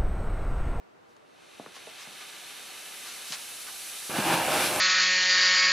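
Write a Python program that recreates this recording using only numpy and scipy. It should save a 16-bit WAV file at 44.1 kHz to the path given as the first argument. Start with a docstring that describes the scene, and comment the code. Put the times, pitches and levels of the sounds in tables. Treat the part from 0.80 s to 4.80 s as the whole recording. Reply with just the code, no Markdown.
"""A heap of dark powder fizzes and catches fire on an upturned beaker in a hard-walled booth.
Tiny bursting bubbles and escaping vapour grow harder and brighter, dotted with pops and spurts of gas.
At 3.3 s the flame takes over: fluttering turbulence rumbles, roars and spits under a bright jet of hiss,
with a gliding hollow note and one low boom. The booth's resonances and close echoes colour the sound."""
import sys
import numpy as np
from scipy import signal
from scipy.fft import rfft, irfft
from scipy.io import wavfile

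SR = 44100
rng = np.random.default_rng(int(sys.argv[2]) if len(sys.argv) > 2 else 0)


def store_wav(level_fs):
    """Save 16-bit WAV to argv[1]."""
    pcm = np.round(np.clip(np.atleast_2d(level_fs), -1, 1) * 32767)
    wavfile.write(sys.argv[1], SR, pcm.T.astype(np.int16))


N = 176400
TIME = np.arange(N) / SR
FREQ = np.maximum(np.arange(N // 2 + 1) * SR / N, 1)
CUTOFF_HZ = 15680

# resonances and hollows of the booth: centre_hz, width_hz, gain_db
BOOTH_MODES = [(166, 35, 5), (415, 26, -6.5), (520, 25, 10), (613, 17, 2), (620, 45, 4), (793, 71, 6),
               (966, 38, 5), (1105, 90, -1), (1605, 230, 4.5), (1950, 280, -2.5), (2374, 67, 6),
               (2890, 200, 2.5), (3040, 150, -5.5), (3530, 130, 3)]


def from_db(db):
    """Decibels to gain."""
    return 10 ** (np.asarray(db) / 20)


def rms_one(x):
    """Scale to rms 1."""
    return x / np.sqrt(np.mean(x ** 2) + 1e-20)


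def envelope(rows):
    """Gain over time from rows of time_s, level_db."""
    return from_db(np.interp(TIME, *np.transpose(rows)))


def swell(crest_s, sigma_s):
    """A bell-shaped fade in and out."""
    return np.exp(-((TIME - crest_s) / sigma_s) ** 2 / 2)


def curve(points):
    """Join rows of freq_hz, value on a log frequency axis."""
    hz, value = np.transpose(points)
    return np.interp(np.log(FREQ), np.log(hz), value)


def peaks_db(rows):
    """Resonances and hollows as an EQ curve."""
    return sum(db / (1 + (2 * (FREQ - hz) / width) ** 2) for hz, width, db in rows)


def flutter(rate_hz, depth_db):
    """A random gain that wanders at about the given rate."""
    drift = irfft(rfft(rng.standard_normal(N)) / (1 + (FREQ / rate_hz) ** 2), N)
    return from_db(depth_db * rms_one(drift))


def gas(bursts_per_s, share, spread_db):
    """Smooth turbulence with tiny uneven bursts that carry the given share of its power."""
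    sizes = from_db(spread_db * np.minimum(rng.exponential(1, N), 4)) * rng.choice([-1, 1], N)
    bursts = rms_one(sizes * (rng.random(N) < bursts_per_s / SR))
    return np.sqrt(share) * bursts + np.sqrt(1 - share) * rng.standard_normal(N)


def ringing_noise(centre_hz, width_hz):
    """Turbulence ringing in one resonance, whose centre may glide; rms 1."""
    band = irfft(rfft(rng.standard_normal((2, N))) / (1 + (FREQ / width_hz) ** 2) ** 2, N)
    phase = 2 * np.pi * np.cumsum(centre_hz * np.ones(N)) / SR
    return rms_one(band[0] * np.cos(phase) + band[1] * np.sin(phase))


def wall_echoes(x, count=40, near_s=.002, far_s=.02, total_db=-11):
    """Early echoes off the close walls add a fine hollow ripple; rms 1."""
    echoes = np.zeros(N)
    lags = (rng.uniform(near_s, far_s, count) * SR).astype(int)
    echoes[lags] = from_db(total_db) * rng.choice([-1, 1], count) / np.sqrt(count)
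    return rms_one(x + irfft(rfft(x) * rfft(echoes), N))


def voiced(drive, colour_db, likeness=None):
    """Give a white source wall echoes, colour and stereo width; rms 1."""
    # default likeness of left and right: freq_hz, correlation
    source_likeness = [(60, 1), (700, 0.96), (2500, 0.95), (5500, 0.8), (8000, 0.66), (10000, 0.46),
                       (12000, -0.041), (14000, 0.63), (15500, -1)]
    # left against right: freq_hz, balance_db
    balance = [(200, 0), (600, -1), (2500, 0), (7000, -0.3), (10000, -2), (12800, 0.8), (15500, 1)]
    alike = np.clip(curve(likeness or source_likeness), -.995, .995)
    mid = np.sqrt(1 + alike) * rfft(wall_echoes(drive))
    side = np.sqrt(1 - alike) * rfft(rng.standard_normal(N))
    channel_eq = from_db(colour_db + curve(balance) * [[.5], [-.5]])
    return rms_one(irfft(np.array([mid + side, mid - side]) * channel_eq, N))


def room_tone(level_db=-56):
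    """A quiet, diffuse bed of dull noise."""
    # spectrum of the room: freq_hz, gain_db
    colour = [(25, -25), (60, -17), (130, -5.5), (190, -3.5), (380, 3), (700, 0.5), (1300, -3.5),
              (3000, -16.5), (7000, -27), (15500, -40)]
    # likeness of left and right: freq_hz, correlation
    likeness = [(60, 0.95), (200, -0.53), (1100, -0.44), (3000, 0.14)]
    return from_db(level_db) * voiced(rng.standard_normal(N), curve(colour), likeness)


def spurts():
    """Short, smooth jets of gas swell and fade."""
    # the jets: crest_s, sigma_s, level_db, tilt_db_per_octave
    puffs = [(0.313, .024, -70, 6), (0.367, 0.0016, -56, -1.5), (0.965, 0.017, -48, 1),
             (1.215, 0.022, -46, 2), (1.414, 0.015, -48, -1), (2.286, 0.033, -45, 2.5),
             (2.49, 0.024, -42.5, 4.5), (2.539, 0.015, -36.5, 2.5), (2.887, 0.016, -44.5, -2)]
    # their spectrum before the tilt: freq_hz, gain_db
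    colour = [(20, -75), (500, -19), (1000, 1), (1300, 0.5), (2500, -3.5), (4500, -2), (6200, -5.5),
              (8000, -11), (15500, -24.5)]
    out, drive = 0, rng.standard_normal(N)
    for crest_s, sigma_s, db, tilt in puffs:
        rush = voiced(drive, curve(colour) + tilt * np.log2(FREQ))
        out = out + from_db(db) * swell(crest_s, sigma_s) * rush
    return out


def pops(low_cut_hz=132, tail_db=-3, tail_t60_s=.18, size=4096):
    """Gas pockets burst, and after 3.3 s the flame crackles, in heavily damped pulses, each with a short tail
    in the booth."""
    # bursting pockets, and from 3.36 s crackles of the flame: start_s, peak_db, pitch_hz
    snaps = [(0.7978, -31.5, 636), (.797, -37, 273), (0.842, -45, 680), (0.8620, -31.5, 1090),
             (0.863, -42, 400), (0.864, -49, 185), (0.9657, -35, 1230), (0.969, -43, 600),
             (1.072, -37, 493), (1.077, -38, 630), (1.273, -40, 845), (1.272, -47.5, 190),
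             (2.502, -45.5, 178), (2.5228, -18, 3840), (2.5248, -23.5, 3300), (2.5236, -22, 5000),
             (2.529, -32, 1230), (3.294, -35, 306), (3.361, -29, 1720), (3.383, -20, 200),
             (3.5093, -15, 1510), (3.683, -20.5, 565)]
    out, click = np.zeros(N + size), signal.unit_impulse(size)
    for start_s, db, hz in snaps:
        ring = signal.lfilter(*signal.iirpeak(hz, Q=2.1, fs=SR), click)
        band = signal.butter(4, [low_cut_hz, min(2 * hz, CUTOFF_HZ)], "band", fs=SR, output="sos")
        pulse = signal.sosfilt(band, ring)
        start = int(start_s * SR)
        out[start:start + size] += from_db(db) * pulse / np.abs(pulse).max()
    tail = rng.standard_normal(N) * from_db(-60 * TIME / tail_t60_s)
    return out[:N] + from_db(tail_db) * signal.fftconvolve(out, tail / np.linalg.norm(tail))[:N]


def fizz():
    """Countless tiny bubbles burst in the wet powder; a finer hiss of vapour grows as it heats."""
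    # vigour of the bubbles and of the vapour: time_s, level_db
    bubble_level = [(0, -94), (.26, -73), (.33, -71.5), (.47, -67.5), (.6, -59), (.72, -54), (.9, -52.5),
                    (1.05, -48), (1.3, -46), (2.0, -45), (2.4, -44), (2.95, -46), (3.25, -44), (4, -57)]
    vapour_level = [(0, -108), (.45, -91), (.72, -68), (.9, -63), (1.05, -58), (1.4, -51.5), (2.0, -46.5),
                    (2.45, -43.5), (2.95, -41.5), (3.28, -38.5), (4, -33)]
    # their spectra: freq_hz, gain_db
    bubble_colour = [(60, -35), (150, -16.5), (300, -8.5), (900, -4), (1600, 0), (2600, 1), (4200, -1),
                     (5200, -6), (7000, -11), (10000, -9.5), (16000, -33)]
    vapour_colour = [(1500, -21), (4000, -1), (7200, -3.5), (8500, -1), (10200, 1), (11500, -0.5),
                     (12700, -6), (14000, -10), (16000, -13.5)]
    # resonances and hollows above the beaker: centre_hz, width_hz, gain_db
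    resonances = [(770, 59, 4), (1045, 120, -5), (1190, 62, 1.5), (1886, 82, -7), (2650, 92, 4),
                  (2800, 110, -4), (3030, 200, 3), (3320, 220, -3), (3710, 190, 3.5), (4910, 510, -4.5),
                  (6030, 280, 5.5), (8100, 500, 1.5), (9260, 490, -7), (10000, 870, 2.5), (13900, 700, 3)]
    hollow = peaks_db(resonances)
    bubbles = voiced(gas(bursts_per_s=5000, share=.3, spread_db=3), curve(bubble_colour) + hollow)
    vapour = voiced(gas(bursts_per_s=4900, share=.15, spread_db=4), curve(vapour_colour) + .42 * hollow)
    bubbles *= envelope(bubble_level) * flutter(rate_hz=22, depth_db=.5)
    vapour *= envelope(vapour_level) * flutter(rate_hz=16, depth_db=.42)
    return bubbles + vapour


def boom():
    """The first flare sets the booth's low modes ringing; they swell and fade with it."""
    # low modes: pitch_hz, level_db
    modes = [(166, -38.5), (331, -36)]
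    ring = sum(from_db(db) * ringing_noise(hz, width_hz=20) for hz, db in modes)
    return swell(crest_s=3.51, sigma_s=.05) * ring


def sparks(centre_hz=2500, width_hz=1400):
    """Sparks crackle in ragged clumps; rms 1."""
    ticks = gas(bursts_per_s=820, share=.82, spread_db=5)
    crackle = irfft(rfft(ticks) / (1 + (2 * (FREQ - centre_hz) / width_hz) ** 2), N)
    return rms_one(crackle * flutter(rate_hz=45, depth_db=2))


def howl():
    """A broad resonance of the flame glides as a hollow note."""
    # path of the note: time_s, centre_hz, level_db against the roar
    glide = [(3.3, 755.4, -11), (3.47, 813, -5), (3.55, 950, -5), (3.615, 830, -3.5), (3.67, 670.6, -6.5),
             (3.76, 720, -18), (4, 620, -11)]
    time_s, hz, db = np.transpose(glide)
    return ringing_noise(np.interp(TIME, time_s, hz), width_hz=154) * from_db(np.interp(TIME, time_s, db))


def rumble():
    """Smooth, low turbulence gives the flame its weight."""
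    # sudden onset and hold: time_s, level_db
    level = [(3.29, -74), (3.297, -44), (3.4, -39), (3.475, -36.5), (3.58, -36), (3.68, -40.5),
             (3.76, -38.5), (4, -39)]
    # bass-heavy spectrum: freq_hz, gain_db
    colour = [(25, -39), (50, -18), (90, -2.5), (150, 1.5), (320, 7.5), (450, -1.5), (900, -25)]
    return voiced(rng.standard_normal(N), curve(colour) + peaks_db(BOOTH_MODES)) * envelope(level)


def jet():
    """Grainy gas rushes from the flame in a bright hiss."""
    # surges of the jet: time_s, level_db
    level = [(3.2, -120), (3.3, -60), (3.36, -36.5), (3.45, -34), (3.53, -30), (3.62, -37.5), (3.68, -36),
             (3.73, -29), (3.8, -29.5), (3.86, -26), (3.91, -33.5), (4, -59)]
    # bright spectrum: freq_hz, gain_db
    colour = [(60, -47), (600, -4), (2000, 8), (3800, 6), (5600, 4), (6800, 0.5), (9000, 3), (10400, 5),
              (12500, 1), (14000, -26), (15500, 3)]
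    rush = gas(bursts_per_s=4600, share=.2, spread_db=5.5)
    return voiced(rush, curve(colour) + peaks_db(BOOTH_MODES)) * envelope(level)


def flame(sparks_db=-11):
    """The burning heap roars and spits into the booth's resonances; howl and sparks ride on the roar."""
    # flares of the roar: time_s, level_db
    roar_level = [(3.29, -88), (3.298, -36.5), (3.34, -35.5), (3.365, -30), (3.44, -31.5), (3.475, -25.5),
                  (3.495, -29), (3.53, -24), (3.57, -29), (3.65, -30), (3.78, -27), (3.86, -30.5),
                  (3.93, -32), (4, -30)]
    # its midrange spectrum: freq_hz, gain_db
    roar_colour = [(30, -35), (150, -32), (320, 0), (480, -3), (850, -1), (1250, -1), (1900, -6),
                   (2900, -5), (4300, -17), (6500, -23), (15500, -19.5)]
    lows = rumble()
    spitting = gas(bursts_per_s=2500, share=.26, spread_db=3)
    roar = voiced(spitting, curve(roar_colour) + peaks_db(BOOTH_MODES))
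    hiss = jet()
    body = lows + (roar + howl() + from_db(sparks_db) * sparks()) * envelope(roar_level)
    return body * flutter(rate_hz=68, depth_db=.64) + hiss * flutter(rate_hz=44, depth_db=1) + boom()


def scene():
    """The reaction over the room tone, in stereo."""
    return room_tone() + fizz() + spurts() + pops() + flame()


def record(dry):
    """A steep low-pass trims the very top."""
    return signal.sosfilt(signal.ellip(12, .1, 80, CUTOFF_HZ, fs=SR, output="sos"), dry)


dry = scene()
out = record(dry)
store_wav(out)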